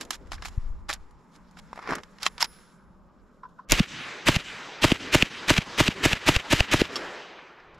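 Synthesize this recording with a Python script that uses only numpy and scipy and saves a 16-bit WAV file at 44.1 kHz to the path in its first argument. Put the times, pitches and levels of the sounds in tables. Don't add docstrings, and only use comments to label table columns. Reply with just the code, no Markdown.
import sys
import numpy as np
from scipy import signal
from scipy.io import wavfile
from scipy.ndimage import uniform_filter1d

SR = 44100
rng = np.random.default_rng(int(sys.argv[2]) if len(sys.argv) > 2 else 0)


def boost_factor(decibels):
    exponent = np.asarray(decibels, float) / 20
    return 10 ** exponent


def to_wav(sig):
    pcm = np.clip(np.atleast_2d(sig), -1, 1) * 32767
    pcm = np.round(pcm).astype(np.int16)
    wavfile.write(sys.argv[1], SR, pcm.T)


N = 343539
T = np.arange(N) / SR
STEP = 8
BANDS = 45 * 2 ** (np.arange(26) / 3)

# (t/s, blast level/dB, slope wash level/dB, bank echo level/dB, bank echo f/Hz)
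SHOTS = [(3.721, -8, 3.5, -49, 206), (4.2857, -2, 4.5, -57, 230), (4.843, -1.5, 4.5, -47, 330),
         (5.148, -2, 2.5, -52.5, 307), (5.5042, -3, 4, -54.5, 260), (5.803, -2.5, 4.5, -51.5, 239),
         (6.054, -4.5, 3, -69, 270), (6.2871, -3, 2, -71, 330), (6.528, -2.5, 4.5, -53, 330),
         (6.7377, -3.5, -2.5, -46, 457)]
# (snap delay/ms, snap level/dB, thud delay/ms, thud f/Hz, thud level/dB)
HITS = [(76.7, -9, 85.1, 210, -8), (77, -9, 82, 146, -13), (76, -12.5, 79.8, 253, -6.5),
        (77.1, -6, 82, 210, -13.5), (77, -8.5, 84.0, 165, -11), (78.2, -10.5, 85.5, 223, -11),
        (78, -8.5, 81.5, 146, -19), (77.1, -8, 80.8, 59, -14.5), (78.1, -6.5, 81.0, 82, -11),
        (78.5, -11, 81.1, 390, -4)]
# (snap f/Hz, slap f/Hz, slap level/dB, slap delay/ms)
HIT_COLOUR = [(2700, 540, -19, 2), (2740, 600, -23.5, 1.9), (2870, 540, -14.5, 0.95),
              (2690, 500, -17.5, 2.04), (2500, 540, -20.5, 2.05), (2690, 570, -21.5, 1.97),
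              (2700, 600, -20.5, 1.47), (2730, 600, -22, 1.5), (2680, 630, -12.5, 1.5),
              (2750, 610, -17, 1.58)]
# (delay/ms, spike level/dB, spike width/ms, rebound level/dB, rebound length/ms)
PATHS = [
    (0, -2.5, .14, -15, 1.6),
    (3.35, -3, .15, -11, 1.8),
    (6.45, -7, .2, -7, 2.1),
]
# (delay/ms, f/Hz, level/dB, length/cycles)
BOOM = (12.5, 139.5, -13.5, 0.5)
# (lead/ms, level/dB)
GHOSTS = [(10.67, -16), (21.33, -25), (32.0, -39)]
# (time from blast/ms, level/dB)
FORERUNNERS = [(-14, -19.5), (-11, -15), (-7.5, -14.5), (-4, -14)]
# (t/s, swing f/Hz, swing level/dB, length/cycles, crack level/dB)
SHOVES = [(3.7225, 160, -18, .8, -10), (4.2885, 170, -19, .5, -20), (4.846, 120, -45, .6, -50)]
# (peak time/ms, level/dB, rise/dB per ms, fall/dB per ms, treble tilt/dB per octave)
HISS = [
    (-19, -34, 2, .3, 3),
    (-7, -20.5, 1.05, 0.5, 2.7),
    (7, -20.5, 0.3, 2.5, 2.7),
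    (13.5, -29, 2.5, 0.25, 2),
    (35, -30, .6, .6, 1.5),
    (64, -27.5, .5, 1, 1.5),
    (75, -23, .7, 1.2, 1),
    (104, -37, .6, .6, 0),
    (117.5, -33.5, 0.45, 1, -2),
    (140, -46, 0.2, 1, 1),
]
# (f/Hz, level/dB per Hz)
HISS_COLOUR = [(35, -34.5), (60, -1.5), (546, -5.5), (721, -7), (1870, 1.5), (2310, 2.5), (2980, 1.5),
               (4850, -9.5), (5840, -11), (7370, -15), (8470, -21.5), (12300, -29.5), (15500, -42)]
# (f/Hz, level/dB per Hz)
WASH_COLOUR = [(30, -12), (140, -5), (230, -5.5), (370, -1), (790, -3), (1900, -0.5), (3200, -4),
               (7300, -17.5), (8600, -20), (10300, -39), (12200, -37), (13500, -41), (15500, -54)]
# (f/Hz, t60/s)
WASH_T60 = [(100, 1.43), (400, 3.2), (1000, 2.89), (2500, 2.18), (6000, 1.63), (9500, 1.08), (12300, 1.6)]
# (f/Hz, time/s)
WASH_RISE = [(100, 0.064), (400, 0.39), (2500, 0.14), (8000, 0.12)]
# (delay/s, spread/s, width/octaves)
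BANK = (.23, .1, 1.1)
# (time from shot/ms, level/dB)
DUCK = [(-25.5, 4), (1, -4), (98, -8), (144, -8), (194, 17)]
# (t/s, strength level/dB, hardness/dB gained per higher band)
MAGAZINE = [(0.01, -33, 0.5), (0.05, -50.5, 2), (0.106, -23, 0.5), (0.13, -41, -2.5), (0.151, -53, 5),
            (0.259, -62, -6), (0.271, -56, -5), (0.318, -24.5, -8.5), (0.332, -35, -21), (0.381, -41, -24),
            (0.422, -31.5, -6.5), (0.449, -32, -12), (0.455, -30.5, -5.5), (0.483, -43.5, 0),
            (0.891, -36, 1), (0.9, -31, -2), (0.911, -36, -2), (0.929, -36, 1), (0.9355, -40, 6)]
SLING = [(1.109, -63, -1.5), (1.361, -61, -1), (1.511, -62, -1), (1.57, -42, -13), (1.589, -46, -5),
         (1.731, -37, -13), (1.758, -47, -7), (1.776, -43, -15), (1.791, -35, -14), (1.825, -38, -13),
         (1.874, -34, -13), (1.89, -32, -13), (1.898, -32, -13), (1.907, -25, -9.5), (1.924, -24, -18),
         (1.934, -26, -13), (1.953, -41.5, 4.5), (1.983, -36, -10)]
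BOLT = [(2.034, -41.5, 2.5), (2.185, -46.5, -1), (2.23, -33, 9), (2.264, -20, 1.5), (2.38, -39, 3.5),
        (2.426, -26, 3), (2.443, -36, 3.5), (2.586, -54, -12)]
STOCK = [(3.431, -31, -34.5), (3.45, -39, -35), (3.487, -58, -14.5), (3.584, -39, -40), (3.591, -40.5, -41)]
CASES = [(6.957, -40, 7.5), (6.963, -40, 1.5), (7.388, -40.5, -25), (7.585, -45, -16), (7.6, -46, -16),
         (7.744, -62, 3.5), (7.78, -68, 4)]
# (clicks, rise/ms, t60/s, extra top band level/dB, low knock level/dB)
PARTS = [
    (MAGAZINE, 0.46, 0.023, -0.9, -19.5),
    (SLING, 0.55, .02, 3.8, -19.5),
    (BOLT, .3, 0.017, -15, -17),
    (STOCK, 3, 0.057, 12, -38),
    (CASES, .5, 0.054, -14, -30.5),
]
# (start t/s, peak t/s, end t/s, strength level/dB,
# hardness/dB per higher band)
SLIDES = [(0, 0.016, 0.05, -49, 4), (0.098, 0.135, 0.17, -44, 2.5), (0.308, 0.333, 0.37, -48, 3),
          (0.412, 0.441, 0.45, -53, -2), (0.438, 0.457, 0.5, -49.5, 5), (0.883, 0.895, 0.97, -38.5, -1),
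          (1.31, 1.356, 1.38, -70, 4.5), (1.563, 1.6, 1.6, -54, 1), (1.748, 1.773, 1.82, -50, -17),
          (1.795, 1.921, 2.02, -37.5, -13), (2.197, 2.235, 2.29, -41, -0.5),
          (2.245, 2.264, 2.29, -33.5, 1.5), (2.38, 2.38, 2.49, -52, -5), (2.397, 2.415, 2.436, -28, 3),
          (2.426, 2.45, 2.463, -40, 2), (2.468, 2.53, 2.8, -69.5, 4), (6.921, 6.917, 7.23, -49, -1)]
# (f/Hz, width/Hz, level/dB)
BODY = [(1084, 710, -1.5), (1800, 1100, -2), (3560, 2170, 3.5), (3920, 1800, -8), (5320, 870, 4.5),
        (6940, 1600, 2.5), (9900, 3500, -6), (12800, 2500, -7)]
# (f/Hz, width/Hz, level/dB)
HOLLOW = [(1020, 110, 1), (1370, 290, -9.5)]
# (f/Hz, level/dB, t60/s)
BARREL = [(10540, 0, .7), (13460, -11, .55), (4845, -15, .6), (5180, -11, .6), (5260, -10, .9),
          (5390, -12, .6)]
# (t/s, level/dB)
BARREL_BLOWS = [(.93, -87), (2.264, -61), (2.427, -50)]
# (f/Hz, level/dB, t60/s)
LOCK = [(400, -20, .012), (950, -8, .022), (2080, -6, .01), (4560, -6, .007), (5030, -5, .015),
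        (5300, -7, .018), (5600, -4, .006), (6600, -16, .012), (11600, -15, .006), (12500, -18, .006)]
SEAT = [(450, -20, .015), (1114, -8, .03), (1916, -7, .02), (2200, -9, 0.018), (2659, -9, .02),
        (3149, -6.5, .025), (4027, -11, .02), (5300, -13.5, .015), (6971, -7, .008)]
BRASS = [(1175, -7, .04), (2730, -10, .04), (3290, -7, .04), (4620, -4, .04), (5350, -3.5, .035),
         (7510, -17, .02)]
# (tones, list of blows (t/s, level/dB))
CLANGS = [
    (LOCK, [(2.4262, -5), (2.4438, -21)]),
    (SEAT, [(2.264, -9)]),
    (BRASS, [(6.957, -22), (6.9628, -24), (6.968, -31)]),
]
# (t/s, peak level/dB, f/Hz)
TICKS = [(1.7302, -23, 1000), (1.759, -38, 1210), (1.7765, -31, 700), (1.779, -33, 2000),
         (1.7905, -29, 900), (1.797, -31, 1000), (1.826, -32.5, 1100), (1.858, -32, 1170),
         (1.8748, -23, 1050), (1.890, -23, 1500), (1.897, -22, 1400), (1.903, -24, 1100),
         (1.908, -20, 1600), (1.9225, -13.5, 1120), (1.9335, -14, 1090), (1.937, -22, 1600),
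         (1.957, -26, 1200), (.8965, -17, 1900), (.9, -17, 1300), (.9025, -20, 1900), (.9085, -22, 1600),
         (.912, -24, 1900), (.9292, -16, 3500), (.9357, -21, 6000)]
# (t/s, level/dB)
SCRAPE = [(0, -49), (.12, -55.5), (.2, -59.5), (1.7, -81), (1.8, -67), (1.92, -36.5), (2.0, -51),
          (2.05, -72)]
# (t/s, level/dB)
RUSTLE = [(0, -60.5), (.25, -67.5), (.52, -58), (.85, -72), (.98, -65), (1.15, -71), (1.5, -67.5),
          (1.7, -62), (2.17, -62.5), (2.3, -59), (2.47, -63), (2.75, -70), (3.0, -77.5), (3.65, -72)]
RUSTLE_BANDS_DB = (-0.5, -8, -13)
# (t/s, level/dB)
WIND = [(0.0, -50), (0.14, -59.5), (0.3, -44.5), (0.44, -50), (0.6, -39.5), (0.83, -50.5), (0.92, -43.5),
        (1.22, -60.5), (1.51, -62.5), (1.85, -57), (2.08, -63), (2.42, -55.5), (2.64, -66.5), (2.97, -60.5),
        (3.6, -67), (6.9, -68.5), (7.5, -70.5), (7.79, -62)]
# (t/s, depth level/dB, width/ms)
SLAPS = [(.3, -48, 1), (0.581, -14, 2), (.589, -29, -8), (.612, -28, 10), (.64, -29, -13),
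         (0.664, -22.5, 6), (.69, -28.5, -17), (0.709, -21.5, 4), (.73, -30.5, -16), (1.04, -44, 27)]
# (f/Hz, level/dB per Hz)
AIR = [(100, -21), (135, -13.5), (180, -2.5), (260, -14.5), (400, -16), (600, -21), (800, -22.5),
       (1000, -14.5), (1450, -23), (1800, -39.5), (2500, -47), (6000, -60.5), (8000, -72)]
# (t/s, side level/dB)
WIDTH = [(0, -10.5), (4.28, -11.5), (4.33, -27), (4.45, -28), (4.8, -42), (4.9, -42), (7.79, -36.5)]
# (f/Hz, width/Hz, share added)
PORT = [(8290, 900, -0.45), (12140, 1000, .6)]

CRACK_DB, HEAVE_DB, LEAD_DB = (4, -12), (-20, -28), (-7, 0.0)
THUD_CYCLES, FORE_DB = (0.58, 0.35), (-8, 2)


def read(table, hz):
    points = np.array(table)
    return np.interp(np.log(hz), np.log(points[:, 0]), points[:, 1])


def band(x, lo_hz, hi_hz):
    sos = signal.butter(2, [lo_hz, min(hi_hz, 0.49 * SR)], "band", fs=SR, output="sos")
    return signal.sosfilt(sos, x)


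def unit(x):
    return x / np.sqrt(np.mean(x ** 2))


def walk(rate, size=1):
    hold, count = int(SR / size / rate), N // size + 1
    levels = np.repeat(rng.standard_normal(count // hold + 1), hold)
    smooth = uniform_filter1d(uniform_filter1d(levels, hold), hold)
    return unit(smooth[:count])[:N]


def fine(x):
    return uniform_filter1d(np.repeat(x, STEP), STEP)[:N]


def colour(table):
    gain = boost_factor(read(table, BANDS)) * np.sqrt(BANDS)
    return gain / np.sqrt(np.sum(gain ** 2))


def add(out, s, shape, lead=0.0, size=1):
    i = int((s - lead) * SR / size)
    a, b = max(i, 0), min(i + len(shape), len(out))
    out[a:b] += shape[a - i:b - i]


def third(hz, count):
    sos = signal.butter(3, [hz * 2 ** (-1 / 6), hz * 2 ** (1 / 6)], "band", fs=SR, output="sos")
    return unit(signal.sosfilt(sos, rng.standard_normal((2, count))))


def resonate(modes, lo, hi, count=N):
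    return unit(sum(boost_factor(db) * band(rng.standard_normal((2, count)), hz - width / 2, hz + width / 2)
                    for hz, width, db in modes if lo < hz < hi))


def swing(ms, hz, db, cycles):
    turn = ms * hz / 1000
    return -boost_factor(db) * np.cos(2 * np.pi * turn) * np.exp(-0.5 * (turn / cycles) ** 2)


def forerunners(ms, fore_db):
    out = np.zeros(len(ms))
    for ahead, db in FORERUNNERS:
        u = ms - ahead
        level = boost_factor(db + fore_db + 1.5 * rng.standard_normal())
        hz = 2500 * (1 + 0.12 * rng.standard_normal())
        tone = np.cos(2 * np.pi * (hz * u / 1000 + rng.random()))
        out += level * np.exp(-0.5 * (u / 0.45) ** 2) * tone
    return out


def blast(ms, crack_db, fore_db):
    out = swing(ms - BOOM[0], *BOOM[1:])
    for delay, spike_db, width, rebound_db, length in PATHS:
        u = ms - delay + 0.04 * rng.standard_normal()
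        dip = np.exp(-0.5 * (u / (width * np.where(u > 0, 1.4, 0.6))) ** 2)
        push = np.exp(-0.5 * ((u + 1.2 * width) / (0.45 * width)) ** 2)
        dip -= 0.8 * push * np.exp(-delay / 3.5)
        after = u - width
        rebound = np.sin(np.pi * np.clip(after / length, 0, 2)) * np.where(after > length, 0.35, 1)
        size = boost_factor(rng.standard_normal())
        out += size * (boost_factor(rebound_db) * rebound - boost_factor(spike_db) * dip)
    crack = unit(band(rng.standard_normal(len(ms)), 1200, 8000))
    out += forerunners(ms, fore_db)
    return out + boost_factor(crack_db) * crack * np.exp(-0.5 * (ms / 0.5) ** 2)


def target_hit(ms, k):
    snap_ms, snap_db, thud_ms, thud_hz, thud_db = HITS[k]
    snap_hz, slap_hz, slap_db, slap_ms = HIT_COLOUR[k]
    later, u = min(k, 1), ms - snap_ms
    ring = np.cos(2 * np.pi * (snap_hz * u / 1000 + rng.random()))
    grit = unit(band(rng.standard_normal(len(ms)), 1600, 4400))
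    snap = boost_factor(snap_db) * (0.75 * ring + 0.5 * grit) * np.exp(-(u / np.where(u < 0, 1.3, 0.8)) ** 2)
    slap = swing(u - slap_ms, slap_hz, slap_db, 0.45)
    sagging = (ms - thud_ms) * np.where(ms > thud_ms, 0.82, 1)
    cycles = min(THUD_CYCLES[later], thud_hz * 2.2 / 1000 + 0.7 * (1 - later))
    return snap + slap + swing(sagging, thud_hz, thud_db, cycles)


def shots_and_hits():
    out, ms = np.zeros(N), np.arange(-60, 150, 1000 / SR)
    for k, (s, db, *_) in enumerate(SHOTS):
        later, thud_ms = min(k, 1), HITS[k][2]
        heave = swing(ms - 12, 32, HEAVE_DB[later], 0.56)
        heave += swing(ms - thud_ms, 40, HEAVE_DB[later] - 1.5, 0.34)
        shot = boost_factor(db) * blast(ms, CRACK_DB[later], FORE_DB[later])
        add(out, s, shot + target_hit(ms, k) + heave, lead=0.06)
    bright = band(out, 510, 16000)
    return out + sum(boost_factor(db) * np.roll(bright, -int(ahead * SR / 1000)) for ahead, db in GHOSTS)


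def shoves():
    out, ms = np.zeros(N), np.arange(-30, 30, 1000 / SR)
    for (s, hz, db, cycles, crack_db), (shot_s, *_) in zip(SHOVES, SHOTS):
        add(out, s, swing(ms, hz, db, cycles), lead=0.03)
        add(out, shot_s, swing(ms, 800, crack_db, 0.3), lead=0.03)
    return out


def scatter_stage(u, ms, db, rise, fall):
    level = db + np.where(u < ms, rise * (u - ms), fall * (ms - u))
    too_early = np.maximum(-22.5 - u, 0)
    too_late = (ms < 50) * np.maximum(u - 70, 0)
    return boost_factor(2 * (level - 2 * (too_early + too_late)))


def scatter():
    u = np.arange(-70, 260, 1000 * STEP / SR)
    age = np.arange(N // STEP + 1) * STEP / SR
    stages = [scatter_stage(u, *row[:4]) for row in HISS]
    duck = 1
    for s, *_ in SHOTS:
        duck_db = np.interp(1000 * (age - s), *np.transpose(DUCK), left=0, right=0)
        duck = np.minimum(duck, boost_factor(duck_db))
    out, start = np.zeros((2, N)), int(3.6 * SR)
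    clump = boost_factor(3.2 * walk(400, size=STEP))
    bank_s, spread_s, bank_octaves = BANK
    bank = np.exp(-((age[:SR // 2 // STEP] - bank_s) / spread_s) ** 2)
    leads = [boost_factor(2 * db * (u < -2)) for db in LEAD_DB]
    swell_db = 3.5
    swell = swell_db * walk(9, size=STEP)
    for hz, near, far in zip(BANDS, colour(HISS_COLOUR), colour(WASH_COLOUR)):
        octaves = np.log2(hz / 2500)
        hiss = sum(stage * boost_factor(2 * row[-1] * max(octaves, 0)) for stage, row in zip(stages, HISS))
        bass_db = 1.4 * min(max(-octaves - 1, 0), 2)
        hiss = hiss * (near * boost_factor(bass_db)) ** 2
        power, wash = np.zeros((2, len(age)))
        build_up = (1 - np.exp(-age / read(WASH_RISE, hz))) ** 2
        tail = build_up * boost_factor(-120 * age / read(WASH_T60, hz))
        for k, (s, _, wash_db, bank_db, bank_hz) in enumerate(SHOTS):
            add(power, s, hiss * leads[min(k, 1)], lead=0.07, size=STEP)
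            add(wash, s + 0.1, tail * (far * boost_factor(-36 + wash_db)) ** 2, size=STEP)
            off_pitch = np.log2(hz / bank_hz) / bank_octaves
            add(wash, s, bank * boost_factor(bank_db - 13.6 * off_pitch ** 2) ** 2, size=STEP)
        swell = 0.8 * np.roll(swell, -int(0.02 * SR / STEP)) + 0.6 * swell_db * walk(9, size=STEP)
        flicker = boost_factor(2.5 * walk(30, size=STEP) + swell)
        loudness = fine(np.sqrt(power * clump + wash * duck ** 2 * flicker))
        out[:, start:] += loudness[start:] * third(hz, count=N - start)
    return out, fine(duck)


def slides(k):
    out = np.zeros(N)
    for start, peak, end, db, hard_db in SLIDES:
        span = T[:max(int((end - start) * SR), 1)] + start
        level = boost_factor(db + k * hard_db + (k == 2) * -10)
        add(out, start, level * np.interp(span, [start, peak, end], [0, 1, 0]) ** 1.28)
    return out


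def clicks(k):
    out, age = np.zeros(N), T[:4000]
    for hits, rise_ms, t60, top_db, _ in PARTS:
        shape = boost_factor(-60 * age / max(t60, 0.004)) * (1 - np.exp(-1000 * age / rise_ms))
        for s, db, hard_db in hits:
            add(out, s, shape * boost_factor(db + k * hard_db + (k == 2) * top_db), lead=0.00018)
    return out


def handling():
    out = np.zeros((2, N))
    grit = boost_factor(2.6 * walk(700))
    for k, (lo, hi) in enumerate([(600, 2530), (2400, 6200), (6000, 12000)]):
        rustle_db = np.interp(T, *np.transpose(RUSTLE), right=-120) + RUSTLE_BANDS_DB[k]
        size = boost_factor(rustle_db + 1.8 * walk(48)) + grit * slides(k) + clicks(k)
        tone = resonate(BODY, lo, hi)
        if k == 0:
            a, b = int(3.4 * SR), int(3.7 * SR)
            tone[:, a:b] = resonate(HOLLOW, lo, hi, count=b - a)
        edges = 0.55 * lo, 1.15 * hi
        out += band(band(size * tone, *edges), *edges)
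    out[0] += knocks() + barrel() + clangs()
    return out + cloth()


def knocks():
    out, ms = np.zeros(N), 1000 * T[:600] - 6
    for hits, *_, knock_db in PARTS:
        for s, db, _ in hits:
            add(out, s, swing(ms, 330, db + knock_db, 0.63), lead=0.004)
    return out


def barrel():
    out, age = np.zeros(N), T[:SR]
    ring = sum(boost_factor(db - 60 * age / t60) * np.sin(2 * np.pi * hz * age) for hz, db, t60 in BARREL)
    for s, blow_db in BARREL_BLOWS:
        add(out, s, boost_factor(blow_db) * ring * np.clip(age / 0.06, 0, 1) ** 2)
    return out


def clangs():
    out, age = np.zeros(N), T[:3000]
    for modes, blows in CLANGS:
        for s, blow_db in blows:
            ring = sum(boost_factor(db - 60 * age / t60) * np.sin(2 * np.pi * (hz * age + rng.random()))
                       for hz, db, t60 in modes)
            add(out, s, boost_factor(blow_db) * ring * np.clip(age / 0.00059, 0, 1))
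    for s, db, hz in TICKS:
        add(out, s, -boost_factor(db) * np.sin(2 * np.pi * hz * age) * np.exp(-hz * age / 1.65))
    return out


def cloth():
    level = boost_factor(np.interp(T, *np.transpose(SCRAPE), right=-120) + 2.5 * walk(90))
    return level * unit(band(rng.standard_normal((2, N)), 170, 540))


def wind():
    level = boost_factor(np.interp(T, *np.transpose(WIND)) + 3.5 * walk(15))
    mid, side = (level * unit(band(band(rng.standard_normal(N), 12, 71), 7.4, 90)) for _ in range(2))
    side = side * np.interp(T, [4.25, 4.4], [0.7, 0.05])
    slaps, early = np.zeros(N), T[:60000]
    for s, db, width in SLAPS:
        add(slaps, 0, -np.sign(width) * boost_factor(db) * np.exp(-0.5 * ((early - s) * 1000 / width) ** 2))
    return np.array([mid + side + 1.3 * slaps, mid - side + 0.7 * slaps])


def air():
    held = boost_factor(np.interp(T, [3.7, 3.75, 7.3, 7.79], [0.5, -12.5, -9.0, 1.5]))
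    whine_hz = 12300
    whine = unit(band(rng.standard_normal((2, N)), whine_hz - 350, whine_hz + 350))
    whine = fine(boost_factor(-100 + 2.2 * walk(9, size=STEP))) * whine
    far = np.zeros((2, N))
    for hz, gain in zip(BANDS[4:23], colour(AIR)[4:23]):
        far += gain * fine(boost_factor(-57.5 + 2.5 * walk(4.1, size=STEP))) * third(hz, count=N)
    return whine + held * far


def scene():
    shots, hands, far = shots_and_hits(), handling(), air()
    spread, duck = scatter()
    mid = shots + spread[0] + hands[0] + far[0] * duck
    lag = 1.2 * band(np.diff(shots + hands[0], prepend=0), 200, 7000)
    lag += 0.3 * band(np.roll(shots, 60), 30, 800)
    side = lag + 0.7 * spread[1] + hands[1] + 0.98 * far[1] * duck
    top = band(band(0.78 * spread[1] - 0.5 * mid, 11300, 13600), 11300, 13600)
    side = side * boost_factor(np.interp(T, *np.transpose(WIDTH))) + top - shoves()
    return np.array([mid - side, mid + side]) + wind()


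def band_limit(x):
    return signal.sosfilt(signal.butter(12, 15650, fs=SR, output="sos"), x)


def record(dry):
    port = dry + sum(share * band(dry, hz - width / 2, hz + width / 2) for hz, width, share in PORT)
    top_cut = signal.sosfilt(signal.butter(6, 15500, fs=SR, output="sos"), port)
    mix = np.clip(top_cut, -1, 1)
    return band_limit(mix)


dry = scene()
out = record(dry)
to_wav(out)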